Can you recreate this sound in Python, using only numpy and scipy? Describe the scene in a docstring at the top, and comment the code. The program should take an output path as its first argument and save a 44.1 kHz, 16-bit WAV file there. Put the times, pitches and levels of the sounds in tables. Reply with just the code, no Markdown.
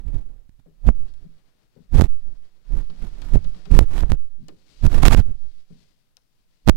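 """A church, at a wooden lectern: something covers the microphone's right port and rubs on it.
Each touch is a dull pressure thump with a rustle; the hard ones slip, overload the input and duck
the gain. The open left port hears the hall: robes rustle, soft footsteps boom on the floor and
small things click."""
import sys
import numpy as np
from scipy import signal
from scipy.fft import rfft, irfft, next_fast_len
from scipy.io import wavfile
from scipy.ndimage import uniform_filter1d, map_coordinates

SR = 44100
rng = np.random.default_rng(int(sys.argv[2]) if len(sys.argv) > 2 else 0)


def materialize(psi):
    """Save the field psi as 16-bit PCM at rate SR to the path in sys.argv[1].

    A 1-D psi becomes a single channel; in a 2-D psi each row is a channel.
    """
    bounded = np.clip(np.atleast_2d(psi).T, -1, 1)
    quanta = np.round(bounded * 32767).astype(np.int16)
    wavfile.write(sys.argv[1], SR, quanta)


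N = 298336
TIME_S = np.arange(N) / SR


def amp(db):
    """Decibels to gain."""
    return 10 ** (np.asarray(db) / 20)


def unit_rms(x):
    """Scale to rms 1."""
    return x / np.sqrt(np.mean(x ** 2) + 1e-20)


def log_interp(points, hz):
    """Read (Hz, value) points on a log frequency axis."""
    knots_hz, values = np.transpose(points)
    return np.interp(np.log(hz + 1), np.log(knots_hz + 1), values)


def filtered(x, response):
    """Apply response(hz) to x."""
    size = next_fast_len(N + SR)
    return irfft(rfft(x, size) * response(np.fft.rfftfreq(size, 1 / SR)), size)[..., :N]


def noise(spectrum, channels=1):
    """Coloured noise of rms 1, independent per channel."""
    size = next_fast_len(N, real=True)
    colour = amp(log_interp(spectrum, np.fft.rfftfreq(size, 1 / SR)))
    white = rng.standard_normal((channels, N))
    return unit_rms(irfft(rfft(white, size) * colour, size)[:, :N])


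def steady_noise(spectrum, window_s):
    """Mono noise with slow swells evened out, so short bursts have a known strength."""
    analytic = signal.hilbert(noise(spectrum)[0], next_fast_len(N))[:N]
    power = uniform_filter1d(np.abs(analytic) ** 2, int(window_s * SR))
    return unit_rms(analytic.real / np.sqrt(np.abs(power) + 1e-3))


def wobble(rate_hz):
    """Smooth random curve, rate_hz knots a second."""
    return map_coordinates(rng.standard_normal(int(N * rate_hz / SR) + 4), [TIME_S * rate_hz])


def blows(starts_s, levels_db, attack_s, t60_s):
    """Envelope of blows that rise fast and decay, summed in power."""
    power, t = np.zeros(N + SR), np.arange(SR) / SR
    shape = (1 - np.exp(-t / attack_s)) * amp(-60 * t / t60_s)
    for start_s, db in zip(starts_s, levels_db):
        power[round(start_s * SR):][:SR] += (amp(db) * shape) ** 2
    return np.sqrt(power[:N])


def swells(touches, levels_db, steepness):
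    """Envelope of touches: contact grows to each centre and lets go a little faster."""
    power = np.zeros(N)
    for (centre_s, half_s, *_), db in zip(touches, levels_db):
        near = slice(max(int((centre_s - 6 * half_s) * SR), 0), int((centre_s + 6 * half_s) * SR))
        since_s = TIME_S[near] - centre_s
        width_s = half_s * np.where(since_s < 0, 0.91, 0.81)
        power[near] += amp(db) ** 2 * np.exp(-np.abs(since_s / width_s) ** steepness)
    return np.sqrt(power)


# Touches on the right port. Each row: centre in seconds, half length in seconds, force in dB,
# slide (drag beyond a plain press) in dB.
PORT_TOUCHES = [(0.0, 0.022, -32.5, -5.5), (0.087, .028, -25.5, -7.5), (0.154, 0.016, -18.5, -11.5),
                (0.185, 0.031, -30, -4), (0.295, 0.088, -39.5, -5.5), (0.494, 0.001, -36.5, 4.5),
                (0.598, 0.0034, -40, 2), (0.876, 0.016, -13, -8.5), (0.891, .012, -2, -8),
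                (0.983, .07, -30.5, -8), (1.226, 0.023, -39.5, -9), (1.961, 0.015, -6, -1),
                (1.992, 0.0095, -2, 0.5), (2.019, 0.0072, -1, 12.5), (2.045, 0.012, -2.5, -2),
                (2.297, 0.047, -37.5, -7.5), (2.74, 0.022, -18.5, -10.5), (2.783, 0.029, -20.5, -3),
                (3.041, 0.029, -25, 0), (3.28, 0.082, -29.5, 3), (3.359, 0.016, -4, -6),
                (3.46, 0.041, -24.5, -21), (3.722, 0.0073, -4, -6), (3.748, 0.01, -1, -2),
                (3.78, 0.015, 4.5, -3), (3.819, 0.015, 4, -3), (3.968, 0.034, -6.5, 9),
                (4.031, 0.024, -2.5, -5.5), (4.102, 0.0044, -12.5, 7.5), (4.128, 0.015, -2.5, -7.5),
                (4.861, .013, -1.5, -2.5), (4.977, 0.04, -5, 2), (5.041, 0.0097, 4, 8),
                (5.059, 0.013, 6, 17.5), (5.081, 0.0073, 9, 13.5), (5.127, 0.015, 9.5, 11.5),
                (5.187, 0.014, 11.5, 0), (5.29, .028, -9, -8.5), (5.446, 0.026, -46, 8),
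                (6.691, 0.0072, 6.5, 4.5), (6.734, .02, -22.5, -10)]
def handling():
    """Touches press, rub and scrape the right port; a muffled trace and a nudge reach the left."""
    centre_s, half_s, force_db, slide_db = np.transpose(PORT_TOUCHES)
    rub, scrape = friction(force_db, slide_db)
    pressure = thumps(half_s, force_db) + rub + capsule_sway(force_db) + settling(centre_s, force_db)
    right = slipping(pressure) + scrape * grip()
    crosstalk = filtered(right, lambda hz: amp(-42) / (1 + 1j * hz / 400))
    return np.array([crosstalk + left_nudge(force_db), right])


# Friction spectra. Each row: frequency in Hz, relative density in dB.
RUB_SPECTRUM = [(50, -33), (110, -9.5), (170, 0.5), (320, -5), (700, -18), (1500, -37), (4000, -47.5),
                (12000, -100)]
SCRAPE_SPECTRUM = [(200, -21.5), (700, 5), (1500, -1.5), (3000, -7), (6000, -13), (10000, -17.5),
                   (16000, -24)]
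def friction(force_db, slide_db):
    """Drag on the grille: a low rub, and a scrape that catches unevenly in tiny crackles."""
    rub = swells(PORT_TOUCHES, force_db - 15.5 + 0.36 * slide_db, steepness=1.6)
    rub *= steady_noise(RUB_SPECTRUM, window_s=0.019)
    grain = unit_rms(amp(3.1 * wobble(260) + 2.0 * wobble(1300)))
    drag = swells(PORT_TOUCHES, force_db - 24 + slide_db, steepness=1.61)
    return rub, drag * grain * noise(SCRAPE_SPECTRUM)[0]


# Pressure spectra of quick and slow pushes. Each row: frequency in Hz, relative density in dB.
JAB_SPECTRUM = [(10, -9), (30, -2), (65, -0.5), (100, -5.5), (150, -11.5), (260, -27.5), (600, -59.5),
                (1500, -120)]
RUMBLE_SPECTRUM = [(5, -8.5), (12, 3), (25, 11), (50, -5), (90, -16), (150, -27), (250, -39), (600, -65.5),
                   (1500, -120)]
def thumps(half_s, force_db, quick_s=0.0105):
    """Quick touches jab at a higher pitch; slow ones rumble."""
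    jab_share = 1 / (1 + (half_s / quick_s) ** 2)
    jab = swells(PORT_TOUCHES, force_db + 2.5 + 10 * np.log10(jab_share), steepness=1.8)
    jab *= steady_noise(JAB_SPECTRUM, window_s=0.011)
    rumble = swells(PORT_TOUCHES, force_db + 5.5 + 10 * np.log10(1 - jab_share), steepness=1.37)
    rumble *= steady_noise(RUMBLE_SPECTRUM, window_s=0.027)
    return jab + rumble


def capsule_sway(force_db, mode_hz=3.9, width_hz=3.6):
    """The capsule swings slowly back to rest after a push."""
    push = swells(PORT_TOUCHES, force_db + 5.5, steepness=2.5)
    return filtered(push, lambda hz: 1j * hz * width_hz / (mode_hz ** 2 - hz ** 2 + 1j * hz * width_hz))


def settling(centre_s, force_db):
    """After each touch the cover creeps back with a dying rumble."""
    creep = blows(centre_s, -19 + 0.63 * force_db, attack_s=0.02, t60_s=0.48)
    return creep * steady_noise(RUMBLE_SPECTRUM, window_s=0.05)


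def left_nudge(force_db, jolt_s=6.697, jolt_half_s=0.012):
    """Each touch gives the left port a dull push; the last hard one jolts it."""
    push = swells(PORT_TOUCHES, force_db - 42, steepness=1.5)
    jolt = swells([(jolt_s, jolt_half_s)], levels_db=[-21], steepness=1.8)
    return (push + jolt) * steady_noise(JAB_SPECTRUM, window_s=0.021)


# Hall air and microphone self-noise. Each row: frequency in Hz, relative density in dB.
HUSH_SPECTRUM = [(20, 10.5), (80, 5), (130, 13.5), (300, 3), (900, -4), (4000, -9), (8000, -19),
                 (16000, -23)]
SELF_NOISE_SPECTRUM = [(20, 41), (50, 25), (110, 13.5), (220, 12), (450, 2.5), (1000, 1.5), (4000, 0.5),
                       (16000, -0.5)]
def noise_floors():
    """The hall's steady hush and the microphone's own noise."""
    hush = amp(-72) * noise(HUSH_SPECTRUM, channels=2)
    return hush, amp(-66) * noise(SELF_NOISE_SPECTRUM, channels=2)


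# Briskness of the robes. Each row: time in seconds, effort in dB.
ROBE_EFFORT = [(0, -83), (0.5, -90), (1.1, -72), (1.6, -77.5), (2.2, -74), (2.7, -70), (3.0, -62.5),
               (3.7, -62), (4.0, -62.5), (4.3, -79), (4.8, -58), (5.0, -52.5), (5.65, -73.5), (5.82, -64.5),
               (6.15, -81.5), (6.6, -74)]
# Flapping, strong walking and weak standing. Each row: time in seconds, level over effort in dB.
FOLD_FLAPPING = [(4.3, 8.5), (4.6, 0.5)]
# Cloth spectra. Each row: frequency in Hz, relative density in dB.
SWISH_SPECTRUM = [(700, -38.5), (1800, -8.5), (3000, -4), (4600, -1), (6500, -9.5), (9000, -15),
                  (15000, -30)]
FLAP_SPECTRUM = [(40, 5.5), (130, 8.5), (260, 2.5), (450, 0), (900, -7), (1600, -8.5), (3500, -17),
                 (9000, -47)]
def robes():
    """One effort drives the cloth's grainy swish and the flapping of its folds."""
    effort_db = np.interp(TIME_S, *np.transpose(ROBE_EFFORT)) + 2.2 * wobble(25) + 1.1 * wobble(290)
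    flapping_db = np.interp(TIME_S, *np.transpose(FOLD_FLAPPING))
    swish = amp(effort_db + 1.5) * noise(SWISH_SPECTRUM, channels=2)
    flap = amp(effort_db + flapping_db) * noise(FLAP_SPECTRUM, channels=2)
    return swish + flap


# Footfalls and scuffs. Each row: start in seconds, relative boom in dB, relative sole level in dB.
FOOTFALLS = [(0.658, -43, -53.5), (1.24, -37, -58), (1.762, -37, -53), (2.261, -47, -57),
             (2.89, -33, -52.5), (3.554, -41, -74), (3.659, -36, -45.5), (4.38, -35.5, -80),
             (4.413, -33.5, -68.5), (4.483, -42, -44.5), (5.701, -36.5, -55.5)]
# Floor and sole spectra. Each row: frequency in Hz, relative density in dB.
BOOM_SPECTRUM = [(30, -22.5), (70, -20.5), (125, -17.5), (155, -5), (176, -8), (200, -13), (235, -13.5),
                 (300, -25), (500, -52), (1500, -99.5)]
SOLE_SPECTRUM = [(120, -27), (250, -2.5), (390, 7.5), (600, -4), (900, -18.5), (1600, -25), (5000, -41.5)]
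def footsteps(mode_hz=175.5, drift_rad=0.9):
    """Soft soles set the floor booming and shuddering; its main mode drifts as weight shifts."""
    start_s, boom_db, sole_db = np.transpose(FOOTFALLS)
    mode = np.sqrt(2) * np.sin(2 * np.pi * mode_hz * TIME_S + drift_rad * wobble(20))
    floor = amp(-6.5) * mode + amp(-0.5) * noise(BOOM_SPECTRUM, channels=2)
    boom = blows(start_s, boom_db, attack_s=0.014, t60_s=0.24) * floor
    shudder = blows(start_s, boom_db - 14, attack_s=0.03, t60_s=0.6) * noise(JAB_SPECTRUM, channels=2)
    sole = blows(start_s, sole_db + 5.5, attack_s=0.0034, t60_s=0.16) * noise(SOLE_SPECTRUM, channels=2)
    return boom + shudder + sole


# Hall decay. Each row: frequency in Hz, T60 in seconds.
HALL_T60 = [(100, 0.37), (500, 0.92), (4000, .7), (12000, 1.1)]
def hall_reverb(x):
    """The church's diffuse tail, shortest in the bass."""
    hz, t, bands = signal.stft(rng.standard_normal((2, SR)), SR, nperseg=256)
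    decay = amp(-60 * t / log_interp(HALL_T60, hz)[:, None])
    _, tail = signal.istft(bands * decay, SR, nperseg=256)
    return signal.fftconvolve(x, tail / np.linalg.norm(tail[0]), axes=1)[:, :N]


# Slips within hard touches. Each row: time in seconds, pressure step in dB, edge time in seconds.
COVER_SLIPS = [(0.8895, -1.5, 0.00013), (1.999, 3, .00024), (2.0119, -0.5, 0.000015), (2.021, 6.5, 0.00035),
               (3.358, -2, 0.00037), (3.7909, 8.5, 0.0000059), (3.814, 3.5, 0.00036), (4.035, -3, 0.00012),
               (4.1196, -2, 0.000021), (4.868, -2.5, 0.0012), (5.036, 2, .00012), (5.083, 11, .00002),
               (5.148, 9.5, 0.000051), (6.6783, -3.5, 0.00014), (6.6869, -3, .000013),
               (6.6934, 4.5, 0.000027), (6.6967, 5.5, 0.000018)]
def slipping(pressure, build_s=0.0027, leak_s=0.006):
    """At each slip the pressure gives way to a build-up, a sudden flip and a slower leak."""
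    out = pressure.copy()
    for slip_s, step_db, edge_s in COVER_SLIPS:
        near = np.abs(TIME_S - slip_s) < 0.05
        since_s = TIME_S[near] - slip_s
        share = np.exp(-(since_s / np.where(since_s < 0, build_s, leak_s)) ** 2)
        flip = -amp(step_db) * np.tanh(since_s / edge_s)
        out[near] = (1 - share) * out[near] + share * flip
    return out


def grip(strain_db=5, build_s=0.0058, regain_s=0.0065):
    """Friction swells before a slip, drops deeper the harder the slip, then takes hold again."""
    gain_db = np.zeros(N)
    for slip_s, step_db, _ in COVER_SLIPS:
        near = np.abs(TIME_S - slip_s) < 0.06
        since_s = TIME_S[near] - slip_s
        rise_db = strain_db * np.exp(since_s / build_s)
        drop_db = (24 + step_db) * np.exp(-since_s / regain_s)
        gain_db[near] += np.where(since_s < 0, rise_db, -drop_db)
    return amp(gain_db)


# Small hard contacts in the hall. 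Each row: start in seconds, tick in dB, ring in dB.
HARD_CONTACTS = [(1.139, -46.5, -61), (2.899, -58.5, -49.5), (3.218, -35.5, -43), (3.444, -39.5, -46),
                 (3.544, -50.5, -52), (3.654, -48, -42.5), (4.484, -33, -46), (6.169, -32, -59)]
# Contact spectra. Each row: frequency in Hz, relative density in dB.
TICK_SPECTRUM = [(1000, -40), (3000, -1.5), (6000, 2.5), (10000, -9.5), (16000, -16.5)]
RING_SPECTRUM = [(600, -18), (1800, -6), (3200, 2.5), (4600, 2), (6000, -11.5), (9500, -27.5),
                 (15000, -39.5)]
KNOCK_SPECTRUM = [(120, -15), (240, -20), (520, 4), (900, -3), (1300, -2), (2500, -10.5), (6000, -34.5)]
def contacts():
    """A sharp tick and a brief bright ring over a duller wooden knock."""
    start_s, tick_db, ring_db = np.transpose(HARD_CONTACTS)
    tick = blows(start_s, tick_db, attack_s=0.0001, t60_s=0.005) * noise(TICK_SPECTRUM, channels=2)
    ring = blows(start_s, ring_db, attack_s=0.00062, t60_s=0.052) * noise(RING_SPECTRUM, channels=2)
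    knock = blows(start_s, ring_db + 1, attack_s=0.0015, t60_s=0.076) * noise(KNOCK_SPECTRUM, channels=2)
    return tick + ring + knock


def scene():
    """Close handling noise over the hall, which barely reaches the covered right port."""
    steps, clicks = footsteps(), contacts()
    reverb = hall_reverb(amp(-9) * steps + amp(-17) * clicks)
    room = steps + clicks + reverb + robes()
    hush, self_noise = noise_floors()
    port_gain = amp([[0], [-21]])  # open left, covered right
    return handling() + (room + hush) * port_gain + self_noise


def gain_control(x, depth_db, smoothing_s):
    """Loud moments turn both channels down; the gain then creeps back."""
    load = np.clip(np.max(x ** 2, axis=0), 0, 1)
    k = 1 / (smoothing_s * SR)
    return x * amp(-depth_db * signal.lfilter([k], [1, k - 1], load))


def record(dry):
    """Gain control too slow for the thumps, clipping at full scale, then a 16 kHz band limit."""
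    ducked = gain_control(dry, depth_db=19.5, smoothing_s=0.054)
    clipped = ducked / (1 + np.abs(ducked) ** 16) ** (1 / 16)
    return filtered(clipped, lambda hz: 1 / (1 + (hz / 16000) ** 120))


dry = scene()
out = record(dry)
materialize(out)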